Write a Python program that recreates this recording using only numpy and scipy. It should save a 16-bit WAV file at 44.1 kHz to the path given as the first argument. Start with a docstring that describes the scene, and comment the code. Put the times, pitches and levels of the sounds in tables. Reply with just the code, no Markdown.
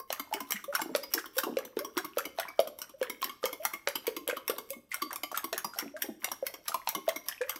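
"""The sound opens mid-beating, on the fading ring and slosh of a stroke just past; then a fork beats raw eggs
in a glass bowl, nearly five strokes a second, each a ragged rake, a click on the glass and a duller knock
through the egg. Impacts and slips excite damped modes of the bowl; the plops, squelches, gulps and gurgle of
the egg are dying bubble tones, some with bursts of noise. Echoes in the bowl and a small kitchen answer over
quiet air."""
import sys
import numpy as np
from scipy import signal
from scipy.io import wavfile
from scipy.ndimage import uniform_filter1d

SR = 44100
rng = np.random.default_rng(int(sys.argv[2]) if len(sys.argv) > 2 else 0)


def wav_record(signal):
    """Record a signal, one row per channel, as 16-bit PCM in the file named by sys.argv[1]."""
    frames = np.transpose(np.atleast_2d(signal))
    bounded = np.clip(frames, -1, 1)
    # unit amplitude maps onto the largest positive 16-bit level
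    quanta = np.round(bounded * 32767).astype(np.int16)
    wavfile.write(sys.argv[1], SR, quanta)


N = 334719

# Event levels are relative: the source functions and the scene apply further gains.
# Turns of the fork: (time of click [s], click level [dB], level of its wet body [dB],
#                     delay of knock after click [s], knock level [dB])
STROKES = [(0.1265, -14.5, -26, 0.069, -21), (0.337, -17.5, -23, 0.066, -24.5),
           (0.52, -12.5, -24, 0.12, -30), (0.7503, -15, -24, 0.066, -20), (0.961, -17, -30, 0.073, -29),
           (1.137, -10.5, -27.5, 0.12, -33), (1.3815, -11, -33, 0.053, -21.5),
           (1.586, -26, -28, 0.064, -30), (1.79, -19.5, -28, 0.056, -26.5),
           (1.9756, -17.5, -26.5, 0.071, -26.5), (2.183, -16.5, -24.5, 0.07, -22.5),
           (2.398, -17, -20.5, 0.087, -32), (2.601, -20, -32, 0.072, -29.5),
           (2.817, -22, -33, 0.076, -39.5), (3.028, -24, -22, 0.069, -23.5), (3.2419, -15, -27, 0.052, -30),
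           (3.455, -14, -27.5, 0.073, -23.5), (3.651, -10.5, -24, 0.084, -23),
           (3.886, -18, -30.5, 0.069, -18), (4.068, -16.5, -25, 0.097, -24), (4.295, -29, -23, 0.073, -26),
           (4.498, -18, -22.5, 0.084, -23), (4.7042, -18, -63, 0.026, -36.5),
           (4.9429, -16.5, -24.5, 0.077, -20.5), (5.129, -22, -34.5, 0.104, -21),
           (5.374, -13.5, -23, 0.068, -19.5), (5.579, -14.5, -27, 0.066, -21),
           (5.7867, -14.5, -27, 0.018, -37), (6.021, -12.5, -30.5, 0.026, -44),
           (6.244, -13, -22, 0.072, -20.5), (6.466, -16, -30, 0.073, -29), (6.6811, -16, -25.5, 0.061, -18),
           (6.889, -13.5, -31, 0.06, -18.5), (7.0881, -18.5, -22.5, 0.072, -26.5),
           (7.2845, -14.5, -29.5, 0.011, -44), (7.494, -15, -24.5, 0.064, -29)]
# Tines glancing off the glass between blows: (time [s], level [dB])
GRAZES = [(0.0, -28.5), (0.507, -15), (1.368, -25.5), (2.788, -25), (3.218, -21.5), (4.277, -14),
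          (4.479, -14.5), (5.159, -17.5), (5.318, -30), (5.528, -23)]
# Single modes of the glass left singing: (time [s], level [dB], pitch [Hz])
RINGS = [(0.0, -36.5, 1068), (0.812, -33, 7420), (1.031, -32, 4940), (2.044, -29.5, 1100),
         (2.482, -33.5, 2280), (3.953, -31, 4909), (5.018, -29, 4600), (5.644, -31, 4909),
         (7.161, -35, 2217)]
# Modes of fork and egg-filled glass together: (frequency [Hz], bandwidth [Hz], strength [dB])
BOWL_MODES = [(1130, 124, 17), (2152, 68, 14.5), (3063, 450, 5), (4753, 64, 3.5), (5604, 304, 11.5),
              (6340, 38, 5), (7520, 20.5, 11.5), (8260, 160, 0), (11774, 1000, 13.5), (12600, 590, 6.5),
              (14940, 680, 8)]
# Air pockets popping open behind the fork: (time [s], level [dB], starting pitch [Hz],
#                                            snap of the film relative to the tone [dB])
PLOPS = [(0.103, -26.5, 635, 0.5), (0.326, -22.5, 836, -16), (0.9497, -16, 553, -3.5),
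         (1.569, -18, 509, -10), (1.769, -19, 390, -16), (1.969, -23.5, 332, -4), (2.171, -18.5, 531, -15),
         (2.386, -22.5, 670, -6), (2.592, -9, 596, -14), (3.014, -19.5, 493, -15), (3.227, -23, 1060, -1),
         (3.439, -18.5, 503, -8.5), (3.65, -24.5, 857, -30), (3.873, -21, 523, 4), (4.078, -19, 450, -11),
         (4.287, -23, 500, -10), (4.328, -25, 516, -28), (4.496, -19.5, 450, -12), (5.528, -28, 657, 3),
         (6.426, -23, 553, -30), (6.873, -23.5, 882, 0), (7.079, -16.5, 611, -19)]
# Egg torn by the tines, bubbles bursting: (time [s], level [dB], pitch of the first bubble [Hz])
SQUELCHES = [(0.558, -26.5, 1900), (0.726, -24.5, 1360), (0.751, -15, 1416), (0.793, -20, 860),
             (1.178, -17.5, 1640), (1.384, -16.5, 1465), (1.433, -21, 1206), (1.976, -17, 1065),
             (2.187, -20, 1390), (3.429, -24.5, 1200), (4.298, -19, 1560), (4.916, -22.5, 2050),
             (5.106, -25, 1130), (5.315, -25, 1110), (5.344, -20, 1350), (5.534, -26, 1800),
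             (5.735, -29.5, 1380), (5.792, -25, 1435), (5.965, -29, 1590), (6.718, -23.5, 1286),
             (7.313, -28, 1760), (7.413, -20.5, 1690)]
# The mass of egg heaving in the bowl: (time [s], level [dB], central pitch [Hz])
SLOSHES = [(0.0, -36, 560), (0.344, -25, 317), (0.858, -23.5, 305), (1.147, -24.5, 457),
           (1.467, -18.5, 383), (1.495, -24.5, 280), (2.263, -28.5, 351), (3.25, -31, 316),
           (4.763, -34, 270), (5.525, -29, 324), (5.825, -28, 279), (6.04, -28, 420), (6.087, -21, 284),
           (6.961, -26.5, 297)]
# Large bubbles swelling under the surface: (time [s], level [dB], starting pitch [Hz])
GLUGS = [(0.68, -24.5, 521), (1.366, -22.5, 487), (1.803, -29.5, 541), (2.937, -38, 528),
         (3.599, -28.5, 583), (4.702, -30.5, 516), (5.94, -30, 570), (7.407, -19.5, 473)]
# Decay of the kitchen's reverberation: (frequency [Hz], time to fall 60 dB [s])
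KITCHEN_DECAY = [(150, 1), (600, 0.38), (5200, 0.45), (15000, 0.29)]
# Spectrum of the quiet air: (frequency [Hz], relative level [dB])
AIR_SPECTRUM = [(20, 17), (60, 24.5), (250, 19.5), (16000, -16)]

T = np.arange(SR // 8) / SR  # time within one event (s)
EDGE_HZ = 15800  # upper limit of the sound
WALL_LOW_HZ = 880  # the wall hardly sounds below this pitch
POOL_HZ = 290.3  # lowest pitch of the pool of egg when a knock pushes it
RAKE_LEAD_S, RAKE_SWELL_S = 0.05, 0.026  # head start of the rake on its click, time constant of its swell
SPOT_DB = 2.5  # standard deviation of a mode's strength with the spot struck


def beating():
    """Periodic excitation: every turn of the fork gives a rake, a click and a later knock."""
    mix = np.zeros(N + SR)
    for click_s, click_db, wet_db, knock_delay, knock_db in STROKES:
        contacts = [
            (-RAKE_LEAD_S, click_db - 17.5, rake()),
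            (0, click_db, click(wet_db - click_db)),
            (knock_delay, knock_db, knock()),
        ]
        for delay, db, sound in contacts:
            start = max(round((click_s + delay) * SR), 0)
            mix[start:start + len(T)] += amp(db) * hollow(sound)
    return mix[:N]


def click(body_db, contact=0.0016, dry_db=-12, skid_db=-1, skid_s=0.0034, froth_db=-4):
    """Impact excitation: a short noise burst and a ragged skid drive the glass and squeeze out froth."""
    chatter = crest(rng.standard_normal(len(T)) * T * np.exp(-(T / contact) ** 2))
    skid = crest(droplets(per_s=1100, spread_db=7) * np.exp(-T / skid_s))
    push = chatter + amp(skid_db) * skid
    low, _ = glass(skid, ring_db=-60)
    wall = crest(band(low, WALL_LOW_HZ, EDGE_HZ))
    wet = amp(skid_db) * wall + amp(froth_db) * squelch(rng.uniform(1120, 2000))
    _, high = glass(push, ring_db=-54)
    contact_sound = crest(high + amp(dry_db) * band(push, WALL_LOW_HZ, EDGE_HZ))
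    return contact_sound + amp(body_db) * wet


def knock(length=0.0065, tone_db=-9, pool_db=-13, gulp_db=-15):
    """Cushioned impact: egg lengthens the contact, which rings the wall and pushes the pool."""
    landing = droplets(per_s=5000, spread_db=-5.5)
    landing *= (1 - np.exp(-T / 0.00033)) * np.exp(-(T / length) ** 2)
    body, tink = glass(landing, ring_db=-38)
    wall = crest(body + amp(tone_db) * crest(singing(rng.uniform(950, 1190))))
    pool = bubble(POOL_HZ * rng.uniform(1, 1.146), t60=0.057, rise=0.0045, glide=0)
    return amp(-1) * wall + amp(-1.5) * tink + amp(pool_db) * pool + amp(gulp_db) * blips(POOL_HZ)


def rake(per_s=600, spread_db=5, wall_db=-13, treble_db=-5, trail=0.67):
    """Stick-slip: small ticks swell up to the blow and trail off as the tines catch on the glass."""
    since = T - RAKE_LEAD_S
    swell = np.exp(np.minimum(since, -since / trail) / RAKE_SWELL_S)
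    low, high = glass(droplets(per_s, spread_db) * swell, ring_db=-59)
    wall = crest(band(low, WALL_LOW_HZ, EDGE_HZ))
    return amp(wall_db) * wall + amp(treble_db) * high


def graze(contact=0.0021, wall_db=-12):
    """Glancing contact: brief skips over the glass stir mostly its high modes."""
    skips = droplets(per_s=6800, spread_db=1) * np.exp(-T / contact)
    low, high = glass(skips, ring_db=-72)
    return hollow(high + amp(wall_db) * low)


def singing(hz, t60=0.2, bloom_db=16, bloom_s=0.0027):
    """Free vibration: one mode of the glass blooms under the tines and rings on after they leave."""
    held = np.exp(-T / bloom_s)
    fade = np.minimum(10 * (1 - T / T[-1]), 1)  # closes the event without a step
    envelope = (1 - held) * (amp(bloom_db) * held + amp(-60 * T / t60)) * fade
    return np.sin(2 * np.pi * hz * T) * envelope


def glass(push, ring_db, ring_t60=0.3, split_hz=5100):
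    """Modal superposition: low and high modes under a push, varied by the spot struck and the moving egg."""
    modes = np.zeros((2, len(T)))
    for hz, width, db in BOWL_MODES:
        lingering = amp(ring_db + 2 * SPOT_DB * rng.standard_normal() - 60 * T / ring_t60)
        decay = np.exp(-np.pi * width * T) + lingering
        tone = np.cos(2 * np.pi * hz * rng.normal(1, 0.00913) * T) * decay
        # the factor width offsets the greater length of narrow modes
        modes[int(hz > split_hz)] += width * amp(db + SPOT_DB * rng.standard_normal()) * tone
    return [crest(signal.fftconvolve(push, part)[:len(T)]) for part in modes]


def hollow(x, echo_db=-5, longest_s=0.0022, count=4):
    """Multiple reflection: dulled echoes inside the bowl take other paths for each spot touched."""
    paths = np.zeros(SR // 200)
    delay, sign = rng.random((2, count))
    at = np.clip((delay * longest_s * SR).astype(int), 8, len(paths) - 1)
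    paths[at] = amp(echo_db) * np.sign(sign - 0.5)
    paths = np.convolve(paths, [0.2, 0.6, 0.2], "same")  # the egg dulls the echoes
    paths[0] = 1  # direct sound
    return signal.fftconvolve(x, paths / np.linalg.norm(paths))[:len(x)]


def plop(hz, snap_db, ring=0.021):
    """Cavity resonance: a film of egg snaps and the opened hollow rings, rising as it closes."""
    cavity = bubble(hz, t60=ring, rise=0.0051, glide=rng.exponential(0.11))
    return 2 * (cavity + amp(snap_db) * snap())


def snap(contact=0.002):
    """Film rupture: a stretched film of egg breaks in a short burst of band-limited noise."""
    burst = rng.standard_normal(len(T)) * T * np.exp(-(T / contact) ** 2)
    return crest(band(burst, 610, 4130))


def squelch(hz, spread=0.014, scatter=0.303, count=8):
    """Bubble cascade: one bubble bursts and sets off a cluster of others, mostly weaker, with a fizz."""
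    froth = bubble(hz, t60=0.014, rise=0.0054, glide=0.035)
    delays = rng.exponential(spread, count)
    pitches = hz * np.exp(rng.normal(0, scatter, count))
    for delay, pitch, size in zip(delays, pitches, rng.random(count)):
        pop = size ** 2 * bubble(pitch, t60=0.012, rise=0.00017, glide=0.26, length=len(T) // 4)
        froth = froth + np.pad(pop, (round(delay * SR), len(T)))[:len(T)]
    fizz = droplets(per_s=1200, spread_db=10) * np.sqrt(T) * np.exp(-2 * T / spread)
    return crest(froth) + amp(-11) * crest(band(fizz, hz, 9600))


def churn(offset_db=-25, range_db=18, cycles=11, count=55, lead=0.028, spread=0.022,
          middle_hz=1550, scatter=0.505):
    """Bubble ensemble: a dense gurgle in each stroke, stronger when the fork runs deep in the egg."""
    clicks_s, _, wet_db = np.repeat(np.array(STROKES)[:, :3], count, axis=0).T
    s = np.minimum(clicks_s - lead + rng.gamma(2, spread, len(clicks_s)), N / SR)
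    db = offset_db + wet_db + range_db * rng.random(len(clicks_s)) ** 3
    hz = middle_hz * np.exp(rng.normal(0, scatter, len(clicks_s)))

    def short_bubble(pitch):
        """Constant relative damping: every bubble dies within the same number of cycles."""
        return bubble(pitch, t60=cycles / pitch, rise=1 / pitch, glide=0.045, length=len(T) // 4)

    return play(short_bubble, np.transpose([s, db, hz]))


def blips(hz, spread=0.0092, scatter=0.16, ring=0.052, upper_db=-7, count=4):
    """Entrained air: egg falls back in short gulps of rising pitch; each sheds a smaller bubble."""
    delays = np.cumsum(rng.exponential(spread, count))
    gulps = np.zeros(len(T))
    for order, delay in enumerate(delays - delays[0]):
        pitches = hz * np.array([1, 2]) * np.exp(rng.normal(0, scatter, 2))
        large, small = (bubble(f, t60=ring * hz / f, rise=0.0016, glide=0.42) for f in pitches)
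        gulp = large + amp(upper_db) * small
        gulps += np.pad(gulp, (round(delay * SR), 0))[:len(T)] / np.sqrt(order + 1)
    return crest(gulps)


def glug(hz):
    """Large-bubble resonance: a soft, rounded note that bends upward."""
    return bubble(hz, t60=0.082, rise=0.013, glide=0.42)


def bubble(hz, t60, rise, glide, length=len(T)):
    """Bubble resonance: a dying tone whose pitch climbs by the share glide as air nears the surface."""
    t = T[:length]
    turns = np.cumsum(hz * (1 + glide * np.tanh(t / t60))) / SR
    envelope = (1 - np.exp(-t / rise)) * amp(-60 * t / t60)
    return crest(np.sin(2 * np.pi * turns) * envelope)


def kitchen(x, wet_db=-6, size=256, count=6):
    """Room reverberation: early echoes of counter and cupboards, a short tail, paths shifting with the arm."""
    t = np.arange(SR // 2) / SR
    early = 1 + 3.6 * np.exp(-t / 0.012)
    taps = rng.standard_normal((count, len(t))) * (t > 0.003) * early
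    hz, at, z = signal.stft(taps, SR, nperseg=size)
    decay = amp(-60 * at / read(KITCHEN_DECAY, hz)[:, None])
    tails = signal.istft(z * decay, SR, nperseg=size)[1]
    tails *= amp(wet_db) / np.linalg.norm(tails[0])
    # slowly turning shares of the sound go to each tail
    shares = np.cos(np.outer(np.arange(count) + 1, np.arange(N) / SR) * 2)
    shares /= np.linalg.norm(shares, axis=0)
    return x + signal.oaconvolve(x * shares, tails, axes=1).sum(0)[:N]


def hush(level_db=-72.5):
    """Stationary noise: the quiet air of the room is random pressure with a fixed spectrum."""
    air = colour(rng.standard_normal(N), AIR_SPECTRUM)
    return amp(level_db) * air / air.std()


def droplets(per_s, spread_db):
    """Random impulse process: sparse impacts of uneven size and random sign."""
    size = amp(spread_db * np.minimum(rng.exponential(1, len(T)), 3))
    return size * rng.choice([-1, 1], len(T)) * (rng.random(len(T)) < per_s / SR)


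def play(source, rows):
    """Linear superposition: sounds the source once for each row (time [s], level [dB], settings)."""
    mix = np.zeros(N + 2 * len(T))
    for s, db, *settings in rows:
        start = max(round(s * SR), 0)
        sound = source(*settings)
        mix[start:start + len(sound)] += amp(db) * sound
    return mix[:N]


def band(x, low_hz, high_hz):
    """Band-pass filtering: keeps the part of a sound between two pitches."""
    return signal.sosfilt(signal.butter(2, [low_hz, high_hz], "bandpass", fs=SR, output="sos"), x)


def colour(x, points, size=2048):
    """Minimum-phase filtering: a causal response with the given spectrum."""
    log_gain = np.log(amp(read(points, abs(np.fft.fftfreq(size, 1 / SR)))))
    taps = np.fft.ifft(np.exp(np.conj(signal.hilbert(log_gain)))).real
    return signal.fftconvolve(x, taps)[:len(x)]


def read(points, hz):
    """Interpolation: joins the points by straight lines on a log-frequency axis."""
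    f, value = np.transpose(points)
    return np.interp(np.log(hz + 1), np.log(f + 1), value)


def crest(x, size=100):
    """Short-time power: scales a sound so that its loudest moment has rms 1."""
    return x / np.sqrt(uniform_filter1d(x ** 2, size).max() + 1e-20)


def amp(db):
    """Decibel law: amplitude ratio of a level."""
    return 10 ** (np.asarray(db) / 20)


def scene():
    """Radiation: fork and egg sound with little deep bass, in a kitchen with quiet air."""
    fork = beating() + play(graze, GRAZES) + play(singing, RINGS)
    egg = play(plop, PLOPS) + play(squelch, SQUELCHES) + churn() + play(blips, SLOSHES) + play(glug, GLUGS)
    radiation = signal.butter(3, 180, "highpass", fs=SR, output="sos")
    bowl = signal.sosfilt(radiation, fork + egg)
    return (amp(-10.5) * kitchen(bowl) + hush())[None]


def record(dry):
    """Low-pass filtering: the treble ends steeply around EDGE_HZ."""
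    taps = signal.firwin(255, EDGE_HZ, window=("kaiser", 8), fs=SR)
    return signal.oaconvolve(dry, taps[None], "same")


dry = scene()
out = record(dry)
wav_record(out)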